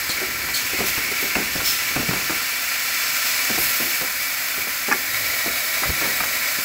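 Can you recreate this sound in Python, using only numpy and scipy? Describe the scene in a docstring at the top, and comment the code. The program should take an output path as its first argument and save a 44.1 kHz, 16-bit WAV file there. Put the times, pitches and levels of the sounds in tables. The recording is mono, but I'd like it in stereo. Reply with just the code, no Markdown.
"""A pneumatic pick-and-place machine close by. Leaking air hisses among metal plates over a shop drone.
First 2.3 s: valves puff as a cylinder goes down and up, the suction head draws, slides knock on the frame.
The vacuum ejector blows from 0.6 to 4 s; at 3.6 s a thin vent opens and bleeds down.
At 4.9 s the carriage is released with a clack, starts with a low hum and rolls on, bearings singing.
More knocks and clacks follow; at 5.9 s it jolts the bed."""
import sys
import numpy as np
from scipy import signal
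from scipy.fft import rfft, irfft, next_fast_len
from scipy.io import wavfile

SR = 44100
rng = np.random.default_rng(int(sys.argv[2]) if len(sys.argv) > 2 else 0)


def wav_out(sig):
    """Save sig, one row per channel (or a flat mono array), as 16-bit PCM at SR to the path in sys.argv[1]."""
    wavfile.write(sys.argv[1], SR, np.round(np.clip(np.atleast_2d(sig).T, -1, 1) * 32767).astype(np.int16))


N = 292824
TIME_S = np.arange(N) / SR

# likeness of the two microphones: freq_hz, coherence, left_lead_rad
MIC_COHERENCE = [(100, 1, 1), (440, 0.87, 0.68), (656, 0.43, -2), (865, 0.07, 2), (1160, 0.6, 1.5),
                 (1510, 0.2, 1.2), (1460, 0.46, -7), (2053, 0, -2), (2010, 0.44, -4.5), (2304, 0.3, 1),
                 (2730, 0.36, -3), (3900, 0.16, 0), (16000, 0, 1)]
# workshop drone: freq_hz, level_db
SHOP_SPECTRUM = [(20, -21), (65, -7), (95, -1), (150, 3), (195, -10), (240, 8.5), (330, 0), (450, -14),
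                 (700, 4.5), (1500, -60)]
# electric machines nearby: pitch_hz, level_db
SHOP_HUM = [(60, -61), (120, -61.5), (266, -56.5)]
# trembling machine bed: freq_hz, level_db
BED_SPECTRUM = [(20, -38), (40, -7), (65, 3.5), (110, -3), (200, -6), (350, -1), (600, -10), (1200, -23)]
# steady leak: freq_hz, left_db, right_db
LEAK_SPECTRUM = [(202, -38, -50), (630, -16, -11.5), (905, -23, -15), (1250, -14, -8.5), (2180, -7.5, 2.5),
                 (2765, -5, -10.5), (3270, -13.5, -15.0), (4920, -10.5, -7), (6270, -17.5, -11.5),
                 (7810, -11.5, -9.5), (9030, -21.5, -20.5), (10930, -14, -10), (14000.0, -15, -8),
                 (15300, -11, -7.5)]
# standing waves between the plates: centre_hz, sigma_hz, left_db, right_db
PLATE_MODES = [(1013, 36, 14, -2.5), (1359, 28, -3, 8), (1666, 20, -13, -9), (1670, 16, -2, 4.5),
               (1764, 9.6, 7, 5), (1694, 13, 7, 1.5), (2124, 24, -14, -13), (2304, 35, 1, 4.5),
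               (2490, 51, -9.5, 3), (2826, 24, -25, 6), (3470, 21, 5.2, 8), (4280, 77, 1.5, 3),
               (5860, 150, -1.5, 0), (6390, 47, 9, 6.5), (7900, 54, -11, 3), (8140, 50, -4, 0),
               (9000, 100, 0, 7.3), (9700, 110, -4, -1), (11865, 60, -6, -0.3), (12200, 35, 3, 2.5),
               (11500, 110, 1.5, -3), (12600, 110, 7, -4), (13394, 60, -0.9, -3), (14858, 60, -1.3, 6)]
# air drawn by the machine: time_s, flow_db
AIR_FLOW = [(0, -0.5), (.5, -1), (.7, 1.1), (1.5, 0.3), (1.9, 1.4), (2.7, 1.5), (3.3, 5), (3.55, 4.5),
            (3.97, 3), (4.1, 0.5), (5.03, 0.1), (5.17, 1.5), (6.64, 2.3)]
# thin vent: freq_hz, level_db
VENT_SPECTRUM = [(3000, -25), (7000, -8), (9500, -6), (12000, 4), (15500, 3)]
# exhaust jet: freq_hz, level_db
JET_SPECTRUM = [(1500, -68), (3000, 14.5), (4500, 11.5), (6000, 11.5), (7300, 13), (9500, 5), (12000, 6.5),
                (15500, -36)]
# valve puffs: start_s, level_db, rise_s, hold_s, decay_s, spit_re_jet_db,
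# whistle_hz, whistle_re_jet_db, whistle_half_width_hz, pan_left_db
VALVE_PUFFS = [(0.089, -26, 0.0035, 0.018, 0.043, -10, 4250, 2, 260, -5),
               (0.539, -22, 0.0033, 0.028, 0.049, -6, 4340, -3, 210, -3),
               (0.849, -26, 0.017, 0.024, 0.079, 1, 12620, -2, 260, 5),
               (1.188, -31, 0.027, .035, 0.044, 5, 12600, 1, 260, 4),
               (1.513, -31.5, 0.018, 0.045, .06, -1, 5300, -5, 300, 6),
               (1.636, -21.5, 0.025, 0.033, 0.086, 1, 5300, -2, 140, 1)]
# carriage drive: time_s, effort_db
DRIVE_EFFORT = [(4.95, -22), (5.1, 4.5), (5.25, 4.5), (5.45, 3.5), (5.8, 4), (6.3, 4), (6.64, -1)]
# bearings on the rail: centre_hz, width_hz, level_db
RAIL_MODES = [(1916, 53, 3), (2218, 84, 3), (3865, 73, -3)]
# struck frame: freq_hz, level_db
FRAME_SPECTRUM = [(90, -26), (130, -40), (175, -3), (280, -0.5), (420, -4.5), (560, -5), (720, -5.5),
                  (950, -12.5), (1500, -31)]
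# thud of the bed: freq_hz, level_db
THUD_SPECTRUM = [(25, -32), (55, 0), (80, -9.5), (140, 2.5), (200, -6.5), (400, -24)]
# loose parts: freq_hz, level_db
CLATTER_SPECTRUM = [(500, -25), (900, -5), (1500, -2.5), (2400, -13), (3300, -15.5), (6000, -18),
                    (12000, -25)]
# blows on the frame: start_s, body_db, ring_hz, thud_re_body_db, clatter_re_body_db, decay_s, rebound_ratio
FRAME_KNOCKS = [(0.092, -26, 250, -10, 2, 0.0091, 0), (0.214, -28.5, 371, -16, -26, 0.021, 0.2),
                (0.484, -38.5, 760, -16, 10, 0.019, 0.01), (0.731, -29, 374, -5, -10, 0.021, 0.02),
                (0.787, -29.5, 237, -6, 0, 0.021, 0.01), (0.803, -24, 402, -8, -1.5, .024, 0.4),
                (0.976, -30, 470, 1, 4, 0.017, 0.04), (1.113, -29.5, 400, -10, -3, 0.015, 0),
                (1.224, -29.5, 395.8, -22, -11, 0.032, 0.01), (1.353, -21, 229, -9, -1, 0.026, 0.49),
                (1.552, -27, 534, 3.5, -5, 0.013, 0.44), (1.602, -36, 243, -3, 10, 0.027, 0.05),
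                (1.961, -22, 255, -2, -2.5, 0.023, 0.6), (2.085, -23, 180, 4.5, -11, .013, 0.02),
                (2.11, -27, 311.6, -10, 3, 0.016, 0.02), (2.13, -27.5, 190, -6, 3, 0.019, 0.5),
                (2.296, -24.5, 329, -9, 4, 0.02, 0.15), (3.497, -26.5, 217, -11, 0, 0.025, 0.25),
                (3.578, -25.5, 306, -7, 3, 0.011, 0), (3.797, -30, 340, -22, -4, 0.054, 0.04),
                (4.011, -31, 508, -6, 2, 0.032, 0), (4.575, -34, 423, -7, -11, 0.02, 0.04),
                (4.67, -35, 445, -25, 5, .018, 0.05), (4.881, -25, 397.6, -25, -2, 0.026, 0.56),
                (5.46, -24.5, 692, -14, -3.5, 0.017, 0.01), (5.82, -32, 302, -8, -8, 0.018, 0.03),
                (5.855, -32, 573.3, 4, -5, 0.021, 0.01), (5.894, -24.5, 174, 3, -2, 0.0089, 0.03),
                (6.012, -30, 571, -24, 3, 0.04, 0.7), (6.203, -30, 732, -6, -4, 0.014, 0),
                (6.584, -33, 290, -4, -5, 0.012, 0.01)]
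# resonances of the end stops: centre_hz, width_hz, level_db
END_STOP_MODES = [(859, 80, -6.5), (1180, 100, -5.5), (1423, 73.5, -4), (1760, 170, -1), (1930, 140, -10),
                  (2200, 53, 3.5), (2510, 220, -12)]
# steel meeting an end stop: start_s, clack_db, decay_s, pitch_ratio, tick_db, pan_left_db
END_STOP_HITS = [(1.353, -17, 0.0085, 1.21, -34, 18), (4.9125, -12, 0.015, 1, -31, -7),
                 (4.924, -11, 0.0081, 0.96, -14.5, -3), (5.142, -20, 0.0056, 1.2, -46, -8),
                 (5.832, -16, 0.012, 0.91, -42, -7), (5.976, -27, 0.0059, 1.2, -42, -5),
                 (6.204, -14.5, 0.0075, 1.06, -36, -7), (6.234, -19, 0.01, 0.73, -49, -3)]

WORK_END_S, VENT_OPEN_S = 2.2, 3.578


def gain_of(db):
    """Decibels to a factor."""
    return 10 ** (np.asarray(db) / 20)


def unit_rms(x):
    """Scales to rms 1."""
    return x / np.sqrt(np.mean(x ** 2) + 1e-20)


def lookup(points, hz, column=1):
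    """One table column along log frequency."""
    table = np.array(points, float)
    return np.interp(np.log(hz + 1), np.log(table[:, 0] + 1), table[:, column])


def band(points, hz):
    """Gain of a spectrum that falls away beyond its ends."""
    outside = np.maximum(points[0][0] / (hz + 1), 1) * np.maximum(hz / points[-1][0], 1)
    return gain_of(lookup(points, hz)) / outside ** 3


def peak(hz, centre_hz, width_hz):
    """Gain of one resonance."""
    return 1 / np.hypot(1, (hz ** 2 - centre_hz ** 2) / (width_hz * (hz + 1)))


def modes(table, hz, pitch_ratio=1):
    """Summed gain of steep resonances."""
    return sum(gain_of(db) * peak(hz, centre_hz * pitch_ratio, width_hz) ** 2
               for centre_hz, width_hz, db in table)


def pan(left_db):
    """Channel gains, left over right by left_db."""
    return unit_rms(gain_of([[left_db / 2], [-left_db / 2]]))


def noise(colour, size=N):
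    """Partly coherent stereo noise, rms 1, shaped by colour(hz)."""
    length = next_fast_len(size)
    hz = np.fft.rfftfreq(length, 1 / SR)
    a, b, c, d = rng.standard_normal((4, len(hz)))
    left, diffuse = a + 1j * b, c + 1j * d
    coherence = np.clip(lookup(MIC_COHERENCE, hz), 0, 1)
    lead_rad = lookup(MIC_COHERENCE, hz, column=2)
    right = coherence * left * np.exp(-1j * lead_rad) + np.sqrt(1 - coherence ** 2) * diffuse
    return unit_rms(irfft(np.array([left, right]) * colour(hz), length)[:, :size])


def tuned_noise(centre_hz, width_hz, size=N):
    """Noise through one steep resonance."""
    return noise(lambda hz: peak(hz, centre_hz, width_hz) ** 2, size)


def waver(rate_hz):
    """Slow random drift, rms 1."""
    hz = np.fft.rfftfreq(N, 1 / SR)
    return unit_rms(irfft(rfft(rng.standard_normal(N)) / (1 + (hz / rate_hz) ** 2), N))


def add(mix, start_s, sound):
    """Mixes a sound in at start_s."""
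    part = mix[:, max(round(start_s * SR), 0):][:, :sound.shape[1]]
    part += sound[:, :part.shape[1]]


def burst(colour, rise_s, decay_s, room_db, room_decay_s, size=12000):
    """Crowded modes struck at once: quick rise, decay, weak room tail."""
    t = np.arange(size) / SR
    tail = gain_of(room_db) * np.exp(-t / room_decay_s)
    envelope = (1 - np.exp(-t / rise_s)) * np.hypot(np.exp(-t / decay_s), tail)
    return unit_rms(noise(colour, size) * envelope) * np.sqrt(np.mean(envelope ** 2))


def reflections(strength, count=8):
    """Gain spectrum at each microphone with echoes of a few milliseconds."""
    taps = np.zeros((2, 4096))
    taps[:, 0] = 1
    delay_samples = rng.integers(60, 330, (2, count))
    np.put_along_axis(taps, delay_samples, strength * rng.choice([-1, 1], (2, count)), 1)
    fine_bins, tap_bins = np.fft.rfftfreq(N), np.fft.rfftfreq(taps.shape[1])
    return np.array([np.interp(fine_bins, tap_bins, unit_rms(abs(rfft(side)))) for side in taps])


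def drive_effort():
    """Effort of the carriage drive, as a factor."""
    return gain_of(np.interp(TIME_S, *np.transpose(DRIVE_EFFORT), left=-90))


def bed_shake(rest_db=-55, work_db=-44.5, drive_db=-52, tremble_re_knock_db=-17, decay_s=0.14):
    """Envelope of the bed: shaken by head and carriage, trembling after each knock."""
    power = gain_of(rest_db) ** 2 + gain_of(work_db) ** 2 * (TIME_S < WORK_END_S)
    power += (gain_of(drive_db) * drive_effort()) ** 2
    for start_s, db, *_ in FRAME_KNOCKS:
        after = TIME_S >= start_s
        tremble = gain_of(db + tremble_re_knock_db) * np.exp((start_s - TIME_S[after]) / decay_s)
        power[after] += tremble ** 2
    return np.sqrt(power)


def rumble(drone_db=-49, drift_hz=1.5, flutter_db=2.2):
    """The trembling bed; drone and hum of other machinery."""
    shake = bed_shake() * gain_of(flutter_db * waver(rate_hz=5.3))
    hum = np.zeros(N)
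    for pitch_hz, db in SHOP_HUM:
        phase_rad = 2 * np.pi * np.cumsum(pitch_hz + drift_hz * waver(rate_hz=5.9)) / SR
        hum += gain_of(db) * np.sqrt(2) * np.sin(phase_rad)
    bed = shake * noise(lambda hz: band(BED_SPECTRUM, hz))
    drone = gain_of(drone_db) * noise(lambda hz: band(SHOP_SPECTRUM, hz))
    return bed + drone + hum


def leak_colour(hz, low_cut_hz=250):
    """Broad leak spectrum times the standing waves between the plates."""
    db = np.array([lookup(LEAK_SPECTRUM, hz), lookup(LEAK_SPECTRUM, hz, column=2)])
    for centre_hz, sigma_hz, left_db, right_db in PLATE_MODES:
        db += np.outer([left_db, right_db], np.exp(-0.5 * ((hz - centre_hz) / sigma_hz) ** 2))
    return gain_of(db) * hz / np.hypot(hz, low_cut_hz)


def air_leak(base_db=-20, flicker_db=0.6, flutter_db=0.5, whoosh_hz=3100, fizz_hz=9200):
    """Leaking air follows the flow; its muffled part flutters with turbulence."""
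    hz = np.fft.rfftfreq(N, 1 / SR)
    spectrum = rfft(noise(leak_colour))
    low = 1 / (1 + (hz / whoosh_hz) ** 8)
    high = 1 - 1 / (1 + (hz / fizz_hz) ** 8)
    mid = 1 - low - high
    comb = reflections(strength=0.145)  # small parts mirror only the treble
    whoosh, hiss, fizz = (irfft(spectrum * share, N) for share in (low, mid * comb, high * comb))
    flow_db = np.interp(TIME_S, *np.transpose(AIR_FLOW))
    whoosh *= gain_of(0.33 + 0.57 * flow_db + flutter_db * waver(rate_hz=32))
    hiss *= gain_of(flow_db)
    fizz *= gain_of(-2.2 + 0.91 * flow_db + 2 * (TIME_S > VENT_OPEN_S))  # brighter once the vent opens
    return gain_of(base_db + flicker_db * waver(rate_hz=35)) * (whoosh + hiss + fizz)


def ejector(start_s=0.58, stop_s=4.02, open_s=0.03, close_s=0.043, roar_db=-33, sing_db=-40):
    """The vacuum ejector blows while the head holds its part; its outlet sings faintly."""
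    valve = np.clip((TIME_S - start_s) / open_s, 0, 1) * np.clip((stop_s - TIME_S) / close_s, 0, 1)
    roar = tuned_noise(centre_hz=2680, width_hz=520) * pan(left_db=3.5)
    sing = tuned_noise(centre_hz=5520, width_hz=86) * pan(left_db=-16)
    return valve * (gain_of(roar_db) * roar + gain_of(sing_db) * sing)


def suction(start_s=0.62, stop_s=1.57, ramp_s=0.14, level_db=-29):
    """Air rushes through the suction head as it carries a part down."""
    valve = np.clip(np.minimum(TIME_S - start_s, stop_s - TIME_S) / ramp_s, 0, 1)
    return gain_of(level_db) * valve * tuned_noise(centre_hz=2200, width_hz=520) * pan(left_db=-3.5)


def vent(level_db=-20, rise_s=0.006, decay_s=0.24):
    """A thin vent snaps open and bleeds down."""
    t = np.maximum(TIME_S - VENT_OPEN_S, 0)
    pressure = np.minimum(t / rise_s, 1) * np.exp(-t / decay_s)
    return gain_of(level_db) * pressure * noise(lambda hz: band(VENT_SPECTRUM, hz)) * pan(left_db=-4)


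def valves(whistle_life_ratio=0.84, size=22000):
    """Each valve dumps a cylinder: a jet with fine spit; the port whistle dies sooner."""
    out, t = np.zeros((2, N)), np.arange(size) / SR
    for (start_s, db, rise_s, hold_s, decay_s, spit_db,
         whistle_hz, whistle_db, half_width_hz, left_db) in VALVE_PUFFS:
        pressure = np.minimum(t / rise_s, 1) * np.exp(-np.maximum(t - rise_s - hold_s, 0) / decay_s)
        jet = noise(lambda hz: band(JET_SPECTRUM, hz), size)
        spit = gain_of(spit_db) * tuned_noise(centre_hz=15000, width_hz=4300, size=size)
        whistle = gain_of(whistle_db) * tuned_noise(whistle_hz, 2 * half_width_hz, size)
        puff = pressure * (jet + spit) + pressure ** (1 / whistle_life_ratio) * whistle
        add(out, start_s, gain_of(db) * puff * pan(left_db))
    return out


def carriage(hum_db=-47, roll_db=-45, whine_db=-34, hum_hz=102, pull_peak_s=5.2, pull_width_s=0.17):
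    """The drive hums as it gets under way; the bearings roll and sing along the rail."""
    pull = np.exp(-((TIME_S - pull_peak_s) / pull_width_s) ** 2)
    hum = pull * np.sin(2 * np.pi * np.cumsum(hum_hz + 2 * waver(rate_hz=14)) / SR)
    roll = tuned_noise(centre_hz=632, width_hz=200) * pan(left_db=-3)
    whine = noise(lambda hz: modes(RAIL_MODES, hz)) * pan(left_db=-6)
    return drive_effort() * (gain_of(hum_db) * hum + gain_of(roll_db) * roll + gain_of(whine_db) * whine)


def jolt(start_s=5.891, gain_db=-10, rock_hz=72, rise_s=0.005, decay_s=0.011):
    """The moving carriage jolts the bed, which rocks for a cycle or two."""
    t = np.maximum(TIME_S - start_s, 0)
    envelope = (1 - np.exp(-t / rise_s)) * np.exp(-t / decay_s)
    return gain_of(gain_db) * envelope * np.sin(2 * np.pi * rock_hz * t)


def blow(ring_hz, thud_db, clatter_db, decay_s):
    """One blow shakes the frame, rings the struck part, thumps the bed and rattles loose parts."""
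    body = burst(lambda hz: band(FRAME_SPECTRUM, hz),
                 rise_s=0.0022, decay_s=decay_s, room_db=-17.5, room_decay_s=0.072)
    thud = burst(lambda hz: band(THUD_SPECTRUM, hz),
                 rise_s=0.0025, decay_s=0.65 * decay_s, room_db=-20, room_decay_s=0.099)
    clatter = burst(lambda hz: band(CLATTER_SPECTRUM, hz),
                    rise_s=0.00034, decay_s=decay_s, room_db=-18, room_decay_s=0.077) * pan(left_db=-3.5)
    t = np.arange(body.shape[1]) / SR
    ring_envelope = (1 - np.exp(-2 * t * ring_hz)) * np.exp(-t / (0.96 * decay_s))
    ring = np.sqrt(2) * np.sin(2 * np.pi * ring_hz * t) * ring_envelope
    ring_db = -6 - 0.25 * clatter_db  # a clean blow rings more
    return body + gain_of(ring_db) * ring + gain_of(thud_db) * thud + gain_of(clatter_db) * clatter


def jiggles(rate_hz=6, max_db=-41, spread_db=5, ring_range_hz=(170, 420)):
    """Small parts knock faintly at random while the head works."""
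    out = np.zeros((2, N))
    slots_s = np.arange(0, WORK_END_S, 1 / rate_hz)
    for slot_s, (lateness, weakness, pitch) in zip(slots_s, rng.random((len(slots_s), 3))):
        sound = blow(np.interp(pitch, (0, 1), ring_range_hz), thud_db=-1, clatter_db=3, decay_s=0.017)
        add(out, slot_s + lateness / rate_hz, gain_of(max_db - spread_db * weakness) * sound)
    return out


def knocks(gain_db=2.5, landings=3, rebound_s=0.031, dulling_db=1, pitch_ratio=0.95):
    """Slides and fixtures hit the frame; some bounce, each landing weaker, duller and lower."""
    out = np.zeros((2, N))
    for start_s, db, ring_hz, thud_db, clatter_db, decay_s, rebound_ratio in FRAME_KNOCKS:
        for k in range(landings if rebound_ratio > 0 else 1):
            sound = blow(ring_hz * pitch_ratio ** k, thud_db, clatter_db - k * dulling_db, decay_s)
            add(out, start_s + k * rebound_s, gain_of(db + gain_db) * rebound_ratio ** k * sound)
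    return out


def end_stops(clack_gain_db=3):
    """Steel chatters against an end stop: a dry clack with a bright tick."""
    out = np.zeros((2, N))
    for start_s, clack_db, decay_s, pitch_ratio, tick_db, left_db in END_STOP_HITS:
        clack = burst(lambda hz: modes(END_STOP_MODES, hz, pitch_ratio),
                      rise_s=0.001, decay_s=decay_s, room_db=-20, room_decay_s=0.03)
        tick = burst(lambda hz: peak(hz, centre_hz=5595, width_hz=780),
                     rise_s=0.00026, decay_s=0.0036, room_db=-39, room_decay_s=0.025)
        hit = gain_of(clack_db + clack_gain_db) * clack + gain_of(tick_db) * tick
        add(out, start_s, hit * pan(left_db))
    return out


def scene():
    """Pneumatics, mechanics and rumble, summed."""
    pneumatics = air_leak() + ejector() + suction() + valves() + vent()
    mechanics = knocks() + jiggles() + end_stops() + carriage() + jolt()
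    return pneumatics + mechanics + rumble()


def record(dry):
    """Soft clip of the tallest peaks, then a low-pass."""
    ceiling, cutoff_hz = 0.9, 15760
    rounded = dry / (1 + (dry / ceiling) ** 6) ** (1 / 6)
    low_pass = signal.firwin(1023, cutoff_hz, window=("kaiser", 9), fs=SR)
    return signal.oaconvolve(rounded, low_pass[None], "same")


dry = scene()
out = record(dry)
wav_out(out)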